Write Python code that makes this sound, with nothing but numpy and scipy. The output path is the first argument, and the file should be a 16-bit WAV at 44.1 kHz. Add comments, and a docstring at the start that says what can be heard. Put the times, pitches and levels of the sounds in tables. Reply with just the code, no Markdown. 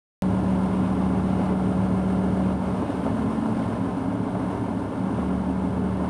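"""A ship's engine room, low over the bilge; the sound cuts in abruptly with a click.
Two diesel generators near 900 rpm radiate harmonics of their firing cycles, which boom and beat,
while their cylinders clatter. Pumps hum, fans roar and a turbocharger hisses; now and then a faint
metallic hiss swells near 3 kHz or something clunks. As the listener moves through the steel room's
standing waves, the boom fades at a pressure node and other hums come forward."""
import sys
import numpy as np
from scipy import signal
from scipy.fft import rfft, irfft, next_fast_len
from scipy.io import wavfile

SR = 44100
rng = np.random.default_rng(int(sys.argv[2]) if len(sys.argv) > 2 else 0)


def unload_audio(sound):
    """Save the sound as a 16-bit wav file, at the path given as the first command line argument."""
    columns = np.transpose(np.atleast_2d(sound))
    # keep every value between -1 and 1, then stretch to whole-number steps
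    steps = np.round(np.clip(columns, -1, 1) * 32767)
    wavfile.write(sys.argv[1], SR, steps.astype(np.int16))


N = 268569


def undb(db):
    """Amplitude ratio of a level in decibels."""
    return 10 ** (np.asarray(db) / 20)


def unit(x):
    """Normalisation to an rms of one."""
    return x / np.sqrt(np.mean(x ** 2))


def ramp(start_s, fade_s):
    """Linear rise from 0 to 1, then a hold."""
    return np.clip((np.arange(N) / SR - start_s) / fade_s, 0, 1)


def wander(rate_hz):
    """Slow random modulation with an rms of one."""
    steps = np.arange(N) * 2 * rate_hz / SR
    knots = rng.standard_normal(int(steps[-1]) + 2)
    whole = steps.astype(int)
    ease = np.sin(np.pi / 2 * (steps - whole)) ** 2
    return unit(knots[whole] + ease * np.diff(knots)[whole])


def tone(turns):
    """Simple harmonic motion with an rms of one and a random starting phase."""
    return np.sin(2 * np.pi * (turns + rng.random())) * np.sqrt(2)


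def hum(pitch_hz, drift, flutter_db):
    """Frequency and amplitude modulation: a tone whose pitch drifts and whose level flutters."""
    turns = np.cumsum(pitch_hz * (1 + drift * wander(1.41))) / SR
    return tone(turns) * undb(flutter_db * wander(5.6))


# Nodes (-) and antinodes (+) along the listener's path, keyed boom, bass, ring, hum, rumble, whistle:
# enter_s, fade_in_s, leave_s, fade_out_s, change_db
STANDING_WAVES = { "boom": (2.5, 0.65, 4.5, 0.84, -14), "bass": (2.45, 1.2, 5, 0.2, -14),
                  "ring": (3.1, 0.34, 3.85, .35, 8.2), "hum": (2.85, .4, 3.49, 0.48, 12.8),
                  "rumble": (3.5, 2, 5, 1.5, -4), "whistle": (1.59, .06, 1.92, .65, 11.2), }

def standing_wave_db(name):
    """Standing waves: the level falls across a pressure node and rises across an antinode."""
    enter_s, fade_in_s, leave_s, fade_out_s, change_db = STANDING_WAVES[name]
    return change_db * (ramp(enter_s, fade_in_s) - ramp(leave_s, fade_out_s))


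def harmonics(cycles, table, node):
    """Periodic firing radiates multiples (orders) of the cycle rate; `node` blends their two levels."""
    return sum(tone(order * cycles) * undb(db + (node_db - db) * node + 0.6 * wander(0.845))
               for order, db, node_db in table)


# Weaker harmonics of the main generator, before a common trim: order, level_db, level_in_node_db
MAIN_HARMONICS = [(9, -53, -51), (11, -51, -55), (14, -38.5, -47), (15, -38.5, -44), (18, -48, -55),
                  (20, -44, -52), (22, -44, -52), (26, -41.5, -54), (30, -45, -52), (31, -42.5, -52),
                  (32, -45.5, -52), (34, -41, -47), (35, -44, -44), (36, -44, -48), (37, -44, -48),
                  (39, -45, -50), (40, -41, -51), (41, -47, -54), (44, -42.5, -53), (52, -49, -53),
                  (55, -48, -52), (74, -44, -51), (80, -49, -56), (96, -53, -58), (99, -50, -53),
                  (110, -52, -58), (120, -50.5, -52)]

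def main_generator(cycles, boom_db, bass_db, node):
    """Forced resonance: two harmonics of the four-stroke cycle excite room modes."""
    boom = tone(25 * cycles) * undb(boom_db)
    bass = tone(10 * cycles) * undb(bass_db)
    return boom + bass + undb(-0.57) * harmonics(cycles, MAIN_HARMONICS, node)


# Harmonics of the slower generator, before a common trim: order, level_db, level_in_node_db
SLOW_HARMONICS = [(10, -54, -48), (14, -52, -43), (15, -52, -43), (16, -50, -43), (23, -55, -48),
                  (24, -55, -46), (25, -49, -35), (26, -50, -39), (40, -49, -43)]

def slow_generator(cycles, hum_db, node):
    """Beating: these harmonics lie just below the main engine's; the 30th swells into a hum."""
    return undb(-0.2) * harmonics(cycles, SLOW_HARMONICS, node) + tone(30 * cycles) * undb(hum_db)


# Hums and whines of pump and fan motors: pitch_hz, level_db, level_in_node_db
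MOTOR_TONES = [(258.4, -47, -46), (263.3, -48, -38.5), (268.5, -46, -40.5), (414.5, -45.5, -48),
               (614, -62, -52), (1252, -61, -64), (1367, -59.5, -66), (1389, -66, -58),
               (1416.5, -58.5, -62), (4230, -84, -84)]

def pumps(node):
    """Rotating motors radiate unrelated tones that drift with load and vary in level with position."""
    return sum(hum(hz, drift=0.001077, flutter_db=2.0) * undb(db + (node_db - db) * node)
               for hz, db, node_db in MOTOR_TONES)


# Resonances of the deck plates: centre_hz, width_hz, lift_db
PLATE_MODES = [(167, 10, 2), (265, 35, 3), (297, 14, 2), (355, 12, 3), (390, 14, 3), (445, 18, 2.5),
               (615, 35, 1), (825, 16, 2.5), (1045, 25, 2), (2160, 80, 2.5)]

def colour(excitation, spectrum):
    """Source and filter: a broad spectrum and the plate resonances shape a sound, returned at unit rms."""
    size = next_fast_len(N)
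    hz = np.maximum(np.arange(size // 2 + 1) * SR / size, 1)
    points_hz, points_db = np.transpose(spectrum)
    db = np.interp(np.log(hz), np.log(points_hz), points_db)
    octaves_outside = abs(np.log2(hz / np.clip(hz, points_hz[0], points_hz[-1])))
    db = db - 36 * octaves_outside
    for centre_hz, width_hz, lift_db in PLATE_MODES:
        db = db + lift_db / (1 + (2 * (hz - centre_hz) / width_hz) ** 2)
    return unit(irfft(rfft(excitation, size) * undb(db), size)[:N])


def cyclic_noise(cycles, correlation):
    """Quasi-periodic noise: each engine cycle is partly correlated with the one before."""
    size = int(N / cycles[-1])
    patterns = rng.standard_normal((int(cycles[-1]) + 1, size))
    for k in range(1, len(patterns)):
        kept = np.clip(correlation[np.searchsorted(cycles, k)], 0, .98)
        patterns[k] = kept * patterns[k - 1] + np.sqrt(1 - kept ** 2) * patterns[k]
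    return patterns.ravel()[(cycles * size).astype(int)]


# Spectrum of the vibrating hull: frequency_hz, relative_db
HULL_SPECTRUM = [(20, -23), (32, -13.5), (45, -10.5), (54, -23), (66, -7.5), (88, -8.5), (100, 3),
                 (113, 2.5), (128, -1.5), (160, -1.5), (200, -3.5), (260, -11)]

def hull_rumble(cycles, correlation):
    """Structure-borne sound: the engine shakes the hull into a low, loosely repeating noise."""
    return colour(cyclic_noise(cycles, .75 * correlation), HULL_SPECTRUM)


# The six cylinders in firing order: arrival_cycles, strength_db
FIRINGS = [(.13, 0), (.27, -1), (.42, -4), (.58, 0), (.75, 3), (.92, 1)]

def firing_envelope(cycles, decay_s, scatter_db):
    """Reverberant decay: the room smears each cylinder's impulse into an exponential tail."""
    blows = np.zeros(N)
    for arrival, db in FIRINGS:
        at = np.flatnonzero(np.diff(np.floor(cycles - arrival)))
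        blows[at] += undb(db + scatter_db * rng.standard_normal(len(at)))
    return unit(signal.lfilter([1], [1, -np.exp(-1 / (decay_s * SR))], blows))


def clatter(cycles, correlation, decay_s, scatter_db=0.0):
    """Impulsive excitation: every firing releases a decaying burst of noise."""
    return firing_envelope(cycles, decay_s, scatter_db) * cyclic_noise(cycles, correlation)


# A broad room resonance: frequency_hz, relative_db
DRONE_SPECTRUM = [(205, -8), (238, -1), (255, -3), (275, 5), (292, -4.5), (310, -12.5)]

def room_drone(cycles, correlation, node):
    """A room resonance driven by the firings, loudest where the boom is weak."""
    thuds = clatter(cycles, correlation, decay_s=0.0074)
    return colour(thuds, DRONE_SPECTRUM) * undb(-43.5 + 7 * node)


# Spectrum of the fans and engine clatter together: frequency_hz, relative_db
ROAR_SPECTRUM = [(130, -20.5), (200, 1), (250, -1.5), (300, -2), (340, -7), (420, -4), (490, -8),
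                 (630, -5.5), (780, -9), (930, -6.5), (1200, -15), (1400, -17), (1800, -23), (3200, -39.5)]
THROB_PHASE_CYCLES = 0.51  # where in the slower engine's cycle the roar and hiss peak

def machinery_roar(cycles, slow_cycles, correlation):
    """Incoherent addition: the clatter of both engines and the noise of fans merge into a roar."""
    main_clatter = clatter(cycles, correlation, decay_s=0.051)
    slow_firings = firing_envelope(slow_cycles - THROB_PHASE_CYCLES, decay_s=0.025, scatter_db=0.9)
    slow_clatter = slow_firings * cyclic_noise(slow_cycles, correlation)
    fans = rng.standard_normal(N) * undb(0.92 * wander(16))
    return colour(main_clatter + undb(-5) * (slow_clatter + fans), ROAR_SPECTRUM)


# Spectrum of air rushing through the turbocharger: frequency_hz, relative_db
AIR_SPECTRUM = [(1000, -5.5), (2100, 2), (2500, -1), (2900, 1), (4000, -6), (5200, -9.5), (6800, -13.5),
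                (8200, -12), (9000, -5), (9600, -8), (10500, -16), (12000, -23.5), (15000, -37.5),
                (17000, -36)]

def turbocharger(cycles, hiss_db):
    """Flow noise, amplitude-modulated by the cylinders, with two thin whistles."""
    air = rng.standard_normal(N) * (1 + .38 * firing_envelope(cycles, decay_s=.028, scatter_db=1.4))
    whistle = hum(8963, drift=.00015, flutter_db=1.2) * undb(-78 + standing_wave_db("whistle"))
    side_whistle = hum(9135, drift=0.00088, flutter_db=1.5) * undb(-82)
    return colour(air, AIR_SPECTRUM) * undb(hiss_db) + whistle + side_whistle


# Brief swells and dips of the roar, which the hiss partly follows: centre_s, change_db, half_width_s
ROAR_SWELLS = [(.65, .8, .4), (1.44, 1.9, 0.07), (1.565, -3, 0.028), (2.0, -.7, .3), (2.58, -2.5, 0.052),
               (2.98, 0.8, 0.33), (4.5, 2.5, 0.15), (5.19, 2, 0.15), (5.84, 0, .04), (6.07, 2, 0.11)]

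def swells_db():
    """Slow amplitude modulation: a sum of Gaussian rises and dips in level."""
    t = np.arange(N) / SR
    return sum(db * np.exp(-((t - centre_s) / width_s) ** 2) for centre_s, db, width_s in ROAR_SWELLS)


# Spectrum of a faint metallic hiss: frequency_hz, relative_db
FLARE_SPECTRUM = [(2200, -23), (2510, 3), (2660, -17), (2860, 2), (3020, -14), (3400, -16), (3740, -8),
                  (4100, -23)]
# Its brief swells: start_s, length_s, level_db
HISS_FLARES = [(.46, 0.09, -60), (0.714, .19, -58), (1.268, 0.24, -60), (2.418, .09, -57), (2.8, 0.11, -58),
               (3.05, .03, -56)]

def hiss_flares():
    """Amplitude-modulated band noise: brief, faint swells of metallic hiss near 3 kHz."""
    envelope = sum(undb(db) * (ramp(start_s, fade_s=.02) - ramp(start_s + length_s, fade_s=0.035))
                   for start_s, length_s, db in HISS_FLARES)
    return envelope * colour(rng.standard_normal(N), FLARE_SPECTRUM)


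# Dull knocks in the machinery: start_s, level_db
CLUNK_BLOWS = [(1.392, -25.5), (1.517, -26), (2.822, -23.5), (2.892, -27.5), (3.063, -22.5), (4.349, -21.5),
               (4.919, -26.5), (5.183, -25)]
# What they ring with: frequency_hz, relative_db
CLUNK_SPECTRUM = [(280, 4), (420, 4.5), (650, 2.5), (950, -4), (1500, -18.5), (2500, -29.5)]

def clunks(attack_s=0.0027, decay_s=0.014):
    """Heavily damped impacts: dull bursts that decay exponentially, half masked by the roar."""
    t = np.arange(N) / SR
    blows = sum(undb(db) * ramp(start_s, attack_s) * np.exp(-np.maximum(t - start_s, 0) / decay_s)
                for start_s, db in CLUNK_BLOWS)
    return blows * colour(rng.standard_normal(N), CLUNK_SPECTRUM)


# A metallic ring, away from its antinode: pitch_hz, level_db
RING_TONES = [(1036, -60), (1050, -58)]

def metal_ring():
    """Two close tones beat together and stand out at their antinode."""
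    return sum(hum(hz, drift=0.00151, flutter_db=2.0) * undb(db + standing_wave_db("ring"))
               for hz, db in RING_TONES)


MAIN_CYCLE_HZ, SLOW_CYCLE_HZ = 7.497, 7.352  # one four-stroke cycle takes two revolutions

def scene():
    """Superposition: all the machines sound together, and the listener's position sets their balance."""
    cycles = np.cumsum(MAIN_CYCLE_HZ * (1 + 0.00062 * wander(1.517))) / SR
    slow_cycles = np.cumsum(SLOW_CYCLE_HZ * (1 + 0.00078 * wander(1.54))) / SR
    node_db = standing_wave_db("boom")
    node = node_db / node_db.min()  # depth into the boom's node, 0 to 1
    shelter = ramp(3.66, fade_s=0.47)  # the listener reaches a more sheltered place
    held_node = np.maximum(node, 0.51 * shelter)  # about half the node's balance persists there
    # The clatter repeats less exactly once the listener moves through the echoes.
    correlation = .88 - .53 * ramp(2.19, fade_s=0.64)

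    boom_change_db = node_db - 3 * shelter
    swell_db = swells_db()
    throb_db = .6 * np.cos(2 * np.pi * (slow_cycles - THROB_PHASE_CYCLES))
    rumble_db = -34 + 0.029 * boom_change_db + standing_wave_db("rumble")
    roar_db = -30.5 - 2 * shelter + swell_db + throb_db
    hiss_db = -51.5 - 2.5 * shelter + 0.66 * swell_db + 0.48 * throb_db

    mix = main_generator(cycles, -25 + boom_change_db, -36 + standing_wave_db("bass"), held_node)
    mix += slow_generator(slow_cycles, -41 + standing_wave_db("hum"), node)
    mix += pumps(held_node)
    mix += hull_rumble(cycles, correlation) * undb(rumble_db)
    mix += room_drone(cycles, correlation, held_node)
    mix += machinery_roar(cycles, slow_cycles, correlation) * undb(roar_db)
    mix += turbocharger(cycles, hiss_db)
    return (mix + hiss_flares() + clunks() + metal_ring())[None]


# Narrow bands missing from the sound: centre_hz, width_hz
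STOP_BANDS = [(1910, 128), (2400, 73)]
ONSET_S, CUTOFF_HZ = .2219, 15600

def record(dry):
    """Filtering and gating: two notches, an abrupt onset with a click, and a steep low-pass."""
    for centre_hz, width_hz in STOP_BANDS:
        dry = signal.lfilter(*signal.iirnotch(centre_hz, centre_hz / width_hz, fs=SR), dry)
    since_s = np.arange(N) / SR - ONSET_S
    click = undb(-14.5) * np.exp(-np.maximum(since_s, 0) / 0.00025)
    gated = (dry + click) * (since_s >= 0)
    return signal.sosfilt(signal.ellip(8, .2, 70, CUTOFF_HZ, fs=SR, output="sos"), gated)


dry = scene()
out = record(dry)
unload_audio(out)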